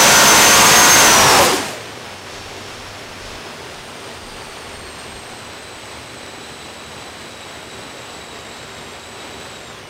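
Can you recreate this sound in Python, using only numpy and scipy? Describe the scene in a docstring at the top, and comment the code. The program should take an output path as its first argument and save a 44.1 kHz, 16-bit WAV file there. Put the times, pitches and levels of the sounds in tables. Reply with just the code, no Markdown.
"""A supercharged V8 on a test stand in a hard-walled cell, heard from one microphone in the room with it.
At the top of a full-throttle pull, uneven firings roar, the blower whines at a multiple of crank speed
and the microphone overloads. On lift-off the bypass valve dumps air and the pipes bark. The engine
drops to a fast idle that sinks: valves tick, a pump hums and stray gusts touch the microphone."""
import sys
import numpy as np
from scipy import signal
from scipy.fft import rfft, irfft, next_fast_len
from scipy.io import wavfile

SR = 44100
rng = np.random.default_rng(int(sys.argv[2]) if len(sys.argv) > 2 else 0)


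def transcribe(signal):
    """Save signal, clipped to [-1, 1], as a 16-bit WAV file at the path in sys.argv[1]."""
    frames = np.atleast_2d(signal).T
    limited = np.clip(frames, -1, 1)
    pcm = np.round(limited * 32767).astype(np.int16)
    wavfile.write(sys.argv[1], SR, pcm)


N = 436145
TIME = np.arange(N) / SR

# top of the pull, run-down, rebound, slow sink to idle, last drop: (time [s], crank speed [rpm])
CRANK_SPEED = [(0, 6255), (.4, 6440), (.72, 6650), (1.0, 6555), (1.3, 5706), (1.6, 4737), (1.8, 3435),
               (2.02, 2690), (2.3, 2824), (2.95, 2825), (3.35, 2722), (4.8, 2240), (5.55, 2066),
               (7.6, 2028), (8.7, 1972), (9.5, 2050), (9.7, 1930), (9.89, 1451)]
# levels with the throttle shut:
# (crank speed [rpm], roar [dB], engine orders [dB], bypass air [dB], whine [dB], drone [dB])
OVERRUN_LEVELS = [(1450, -55, -56, -36, -52, -59), (1950, -48, -49, -34.5, -48, -52),
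                  (2130, -45, -52, -34, -48, -55), (2190, -44.5, -53, -34, -46, -42.5),
                  (2500, -43.5, -47, -33.5, -52, -56), (2800, -43, -47, -33.5, -49, -45)]
# exhaust roar at the microphone: (frequency [Hz], relative level [dB])
ROAR_SPECTRUM = [(30, -33), (90, -6.5), (160, -2), (240, -1), (350, -2), (600, -2), (1000, 0), (1600, 0),
                 (2400, -1.5), (4000, -4.5), (6300, -3.5), (8300, -8), (10000, -16), (16000, -24)]
# unequal pipes bring out lines between the firing harmonics: (order [x cycle rate], relative level [dB])
ENGINE_ORDERS = [(4, -36), (6, -35), (8, -30), (9, -33), (10, -31), (11, -31), (13, -30), (14, -31),
                 (16, -28), (17, -28), (18, -25), (19, -30), (20, -29), (21, -30), (22, -27), (26, -29),
                 (27, -27), (29, -31), (30, -32), (35, -30), (39, -33), (51, -34), (59, -35)]
# blower tones: (multiple [x whine pitch], level on boost [dB], level with the bypass open [dB])
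WHINE_PARTIALS = [(.5, -22, -1), (1, 0, -1), (2, -5, 0), (3.5, -30, -9), (4, -30, -1), (6, -40, -9)]
# how the blower housing radiates: (frequency [Hz], gain [dB])
HOUSING_RESPONSE = [(1900, -14), (2700, -5.5), (3300, 1), (3900, 1.5), (4150, -4), (4600, -1.5), (5500, -2),
                    (6450, 0), (6850, -8), (7500, 0), (8500, 1), (9600, -5), (10900, -11), (11700, -15),
                    (13000, -11), (15000, -6), (16000, -17)]
# air leaving the bypass valve: (frequency [Hz], relative level [dB])
RUSH_SPECTRUM = [(25, -13), (58, -8), (110, 5), (165, -3.5), (230, 1.5), (300, -0.5), (390, 3.5),
                 (700, 1.5), (1500, -2.5), (3000, -5), (5000, -10.5), (7200, -18), (10300, -26),
                 (13000, -28), (16000, -35)]
# duct resonances that the air rings: (frequency [Hz], width [Hz], relative level [dB])
DUCT_MODES = [(8260, 240, -21.5), (8570, 110, -22), (9080, 260, -25)]
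# duct ringing within the rush: (time [s], gain [dB])
DUCT_GAIN = [(1.7, 1), (2.0, -5), (3.3, -9), (4.0, 1), (5.1, -3), (6.0, -2)]
# air off throttle, chesty rumble to hiss: (time [s], half-width [s], level [dB], low [Hz], top [Hz])
AIR_BLASTS = [(1.253, 0.057, -21.5, 60, 167), (1.41, 0.023, -23, 60, 170),
              (1.43, 0.027, -19.5, 6500, 14000), (1.544, .022, -29, 4000, 14000),
              (1.677, .05, -36.5, 1450, 11700), (2.36, 0.09, -38, 200, 6000), (2.68, 0.2, -40.5, 200, 6000),
              (3.275, 0.063, -37.5, 200, 5970)]
# booms from the pipes as the throttle shuts: (time [s], half-width [s], pitch [Hz], level [dB])
PIPE_BARKS = [(1.411, 0.015, 560, -11), (1.481, 0.031, 491, -18.5), (1.532, 0.01, 384, -16),
              (1.569, 0.046, 290, -29), (1.663, .03, 213.4, -40), (1.737, 0.04, 634, -38)]
# water pump of the stand: (frequency [Hz], level [dB])
PUMP_TONES = [(78.3, -55), (156.5, -56), (234.8, -52.5), (391.3, -52)]
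# stray air on the microphone: (time [s], half-width [s], level [dB], top [Hz])
MIC_GUSTS = [(2.39, .05, -42, 45), (2.48, .04, -45, 65), (2.8, .11, -48, 45), (3.1, .04, -47, 45),
             (3.23, 0.037, -38, 50), (3.32, 0.038, -36.5, 70), (3.8, 0.044, -46, 50), (4.3, .06, -44, 60),
             (4.5, .05, -48, 55), (4.78, 0.12, -47, 60), (5.16, .025, -42, 90), (5.35, .1, -55, 40),
             (5.75, .08, -56, 45)]

IDLE_RPM, HUNT_SHARE, HUNT_PER_S = 2000, .008, 11
EASE_S, EASE_LENGTH_S, SHUT_S = 1.02, .22, 1.405  # the throttle eases, then snaps shut
VALVE_OPENING_S = .36  # the bypass swings fully open once the throttle has eased
# each layer's answer to the throttle: (wide open [dB], eased [dB], fall once shut [dB/s])
ROAR_DRIVE, ORDERS_DRIVE, HOWL_DRIVE = (-4, -8.5, 83), (-8, -11.5, 91), (-22, -11.5, 140)
WHINE_DRIVE, BYPASS_DRIVE = (-11, -15.5, 99), (-28, -14.5, 54)
WHINE_PER_TURN, BOOST_WIDTH_HZ, IDLE_WIDTH_HZ = 58, 33, 60
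# a fast run-down widens and weakens the whine, in proportion to its smear
SMEAR_RPM_PER_S, SMEAR_WIDTH_HZ, SMEAR_LOSS_DB = 2900, 260, 7
IDLE_TILT_DB, JET_TILT_DB = .2, 1.3  # bypass brightness per octave: at idle, extra with strong flow
RECORDER_TOP_HZ = 15750


def undb(db):
    """Decibels to gain."""
    return 10 ** (np.asarray(db) / 20)


def unit(x):
    """Scale to rms 1."""
    return x / np.sqrt(np.mean(x ** 2))


def curves(table):
    """The columns of a timed table, sample by sample."""
    times, *columns = np.transpose(table)
    return [np.interp(TIME, times, column) for column in columns]


def response(hz, points):
    """Gain at hz, read from (frequency [Hz], level [dB]) points on a log-frequency axis."""
    points_hz, db = np.transpose(points)
    return undb(np.interp(np.log(hz + 1), np.log(points_hz), db))


def colour(x, points):
    """Filter by a spectrum of (frequency [Hz], level [dB]) points."""
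    size = next_fast_len(N + 8192)
    hz = np.arange(size // 2 + 1) * SR / size
    return irfft(rfft(x, size) * response(hz, points), size)[:N]


def walk(per_s):
    """A random wander of rms 1 that turns about per_s times a second."""
    steps = rng.standard_normal(N // 8)
    return unit(np.interp(TIME * per_s, np.arange(len(steps)), steps))


def turns(hz):
    """Running count of cycles."""
    return np.cumsum(hz) / SR


def swell(at_s, half_width_s):
    """A bell-shaped envelope that peaks at 1."""
    return np.exp(-.5 * ((TIME - at_s) / half_width_s) ** 2)


def ring(cycles, width_hz):
    """A resonance kept ringing by turbulence: it fades at random, faster the wider it is."""
    place = turns(np.broadcast_to(1.5 * width_hz, N))
    steps = np.arange(N // 8)
    a, b = (unit(np.interp(place, steps, rng.standard_normal(len(steps)))) for _ in range(2))
    return a * np.cos(2 * np.pi * cycles) + b * np.sin(2 * np.pi * cycles)


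def strokes(cycle, count, scatter_db, decay):
    """A sharp rise and decay count times a cycle; each has its own strength and varies every time."""
    index, phase = np.divmod(cycle * count, 1)
    index = index.astype(int)
    recurring = rng.standard_normal(count)[index % count]
    chance = rng.standard_normal(N // 20)[index]
    return undb(scatter_db * (recurring + chance)) * np.exp(-phase / decay)


def puff(at_s, half_width_s, db, low_hz, top_hz):
    """One swell of turbulent air."""
    band = signal.butter(3, [low_hz, top_hz], "band", fs=SR, output="sos")
    return unit(signal.sosfilt(band, rng.standard_normal(N))) * undb(db) * swell(at_s, half_width_s)


def eased():
    """How far the throttle has eased, from 0 (wide open) to 1."""
    return np.clip((TIME - EASE_S) / EASE_LENGTH_S, 0, 1)


def throttle(drive, shut_db):
    """Gain of a layer: held under load, shifted as the throttle eases, then dying away to shut_db."""
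    open_db, eased_db, fall_db_per_s = drive
    db = open_db + (eased_db - open_db) * eased() - fall_db_per_s * np.maximum(TIME - SHUT_S, 0)
    return np.hypot(undb(db), undb(shut_db))


def overrun(rpm):
    """Closed-throttle level in dB of each layer at this crank speed."""
    speeds, *columns = np.transpose(OVERRUN_LEVELS)
    layers = ("roar", "orders", "air", "whine", "drone")
    return {name: np.interp(rpm, speeds, db) for name, db in zip(layers, columns)}


def crank():
    """Crank speed in rpm; near idle it hunts at random."""
    rpm, = curves(CRANK_SPEED)
    near_idle = np.minimum(IDLE_RPM / rpm, 1) ** 4
    return rpm * (1 + HUNT_SHARE * near_idle * walk(HUNT_PER_S))


def exhaust(cycle, rpm):
    """Gas tears out at each firing and sets the pipes howling; the engine orders ride on top."""
    shut_db = overrun(rpm)
    cycle = cycle + .016 * eased() * walk(45)  # firing turns ragged as the throttle closes
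    firings = strokes(cycle, count=8, scatter_db=1.5, decay=1.0) + .5  # the cell's echo fills the gaps
    roar = unit(colour(firings * rng.standard_normal(N), ROAR_SPECTRUM))
    orders = 0
    for order, db in ENGINE_ORDERS:
        tone = np.sin(2 * np.pi * (order * cycle + rng.random()))
        orders += undb(db) * (tone + .59 * ring(order * cycle, width_hz=10))
    howl = ring(980 * TIME, width_hz=380)
    return (roar * throttle(ROAR_DRIVE, shut_db["roar"])
            + howl * throttle(HOWL_DRIVE, shut_db=-58)
            + unit(orders) * throttle(ORDERS_DRIVE, shut_db["orders"]))


def blower(rpm):
    """Gear and impeller tones: tight on boost, smeared as the engine slows, raspy with the bypass open."""
    opened = np.clip((TIME - EASE_S - EASE_LENGTH_S) / VALVE_OPENING_S, 0, 1)
    slowing = np.maximum(-np.gradient(curves(CRANK_SPEED)[0]) * SR, 0)
    smear = np.minimum(slowing / SMEAR_RPM_PER_S, 1) ** 2 * rpm / rpm.max()
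    width_hz = BOOST_WIDTH_HZ + (IDLE_WIDTH_HZ - BOOST_WIDTH_HZ) * opened
    width_hz += SMEAR_WIDTH_HZ * smear * (1 - .5 * opened)
    wobble = .0065 * (IDLE_RPM / rpm) ** 2 * (walk(70) + .6 * walk(18))  # a slow crank turns less evenly
    hz = rpm / 60 * WHINE_PER_TURN * (1 + wobble)
    cycles = turns(hz)
    purity = .67 * (1 - eased()) * (1 - smear)  # a pure core holds only under load
    whine = 0
    for k, boost_db, open_db in WHINE_PARTIALS:
        core = purity * np.sqrt(2) * np.sin(2 * np.pi * k * cycles)
        tone = (core + ring(k * cycles, k * width_hz)) / np.hypot(1, purity)
        gain = undb(boost_db + opened * (open_db - boost_db)) * response(k * hz, HOUSING_RESPONSE)
        whine += tone * gain * (k * hz < SR / 2)
    flutter_db = 1.1 * walk(30)
    loss_db = SMEAR_LOSS_DB * smear * opened
    return whine * throttle(WHINE_DRIVE, overrun(rpm)["whine"]) * undb(flutter_db - loss_db)


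def bypass(cycle, rpm):
    """Air spills from the valve, brighter with more flow; the valve train rattles through it."""
    idle_db = overrun(rpm)["air"]
    flow = throttle(BYPASS_DRIVE, idle_db)
    tilt_db = IDLE_TILT_DB + JET_TILT_DB * (1 - undb(idle_db) / flow)
    air = rng.standard_normal(N) * undb(.72 * walk(14))
    ticks = unit(strokes(cycle, count=16, scatter_db=2, decay=.42) * rng.standard_normal(N))
    rush = unit(colour(air + undb(-6) * ticks, RUSH_SPECTRUM))
    low = signal.sosfiltfilt(signal.butter(1, 1500, fs=SR, output="sos"), rush)
    # the two halves lie about an octave and a half either side of the split
    rush = low * undb(-1.5 * tilt_db) + (rush - low) * undb(1.33 * tilt_db)
    duct = sum(undb(db + 1.5 * walk(6)) * ring(hz * TIME, width_hz) for hz, width_hz, db in DUCT_MODES)
    return (rush + duct * undb(curves(DUCT_GAIN)[0])) * flow


def blow_off():
    """Air escapes in separate blasts once the throttle comes back."""
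    return sum(puff(*blast) for blast in AIR_BLASTS)


def barks():
    """Short rough booms from the pipes, each sliding down as the gas flow dies."""
    booms = 0
    for at_s, half_width_s, hz, db in PIPE_BARKS:
        cycles = turns(hz * np.exp(-1.5 * np.clip(TIME - at_s, -.1, .1)))
        booms += np.sqrt(2) * np.sin(2 * np.pi * cycles) * undb(db) * swell(at_s, half_width_s)
    return booms * (1 + .7 * walk(130))


def water_pump():
    """The stand's pump hums at a steady pitch, heard once the roar has gone."""
    return sum(undb(db) * unit(np.sin(2 * np.pi * hz * TIME) + .52 * ring(hz * TIME, width_hz=4))
               for hz, db in PUMP_TONES)


def drone(cycle, rpm):
    """A low wavering tone that sinks with the engine."""
    return np.sin(2 * np.pi * 4.1 * cycle) * undb(overrun(rpm)["drone"] + 2 * walk(9))


def gusts():
    """Right at the microphone, each puff of stray air thumps the diaphragm."""
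    return sum(puff(at_s, half_width_s, db, low_hz=12, top_hz=top_hz)
               for at_s, half_width_s, db, top_hz in MIC_GUSTS)


def scene():
    """The cell as it sounds at the microphone, the same in both channels."""
    rpm = crank()
    cycle = turns(rpm / (2 * 60))  # two turns to a four-stroke cycle
    engine = exhaust(cycle, rpm) + blower(rpm) + bypass(cycle, rpm) + blow_off() + barks()
    mono = engine + water_pump() + drone(cycle, rpm) + gusts()
    return np.array([mono, mono])


def overload(x, rail, knee):
    """Saturate toward a rail; a higher knee bends more abruptly."""
    return x / (1 + np.abs(x / rail) ** knee) ** (1 / knee)


def record(dry):
    """The microphone saturates, softly upward and hard downward; the recorder blocks DC and cuts the top."""
    x = signal.resample_poly(dry[0], 2, 1)  # oversampled to limit aliasing
    x = np.where(x > 0, overload(x, rail=.53, knee=1.85), overload(x, rail=.49, knee=2.6))
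    x = signal.resample_poly(x, 1, 2)
    x = signal.sosfilt(signal.butter(2, 18, "high", fs=SR, output="sos"), x)
    x = signal.sosfiltfilt(signal.ellip(10, .05, 60, RECORDER_TOP_HZ, fs=SR, output="sos"), x)
    return np.array([x, x])


dry = scene()
out = record(dry)
transcribe(out)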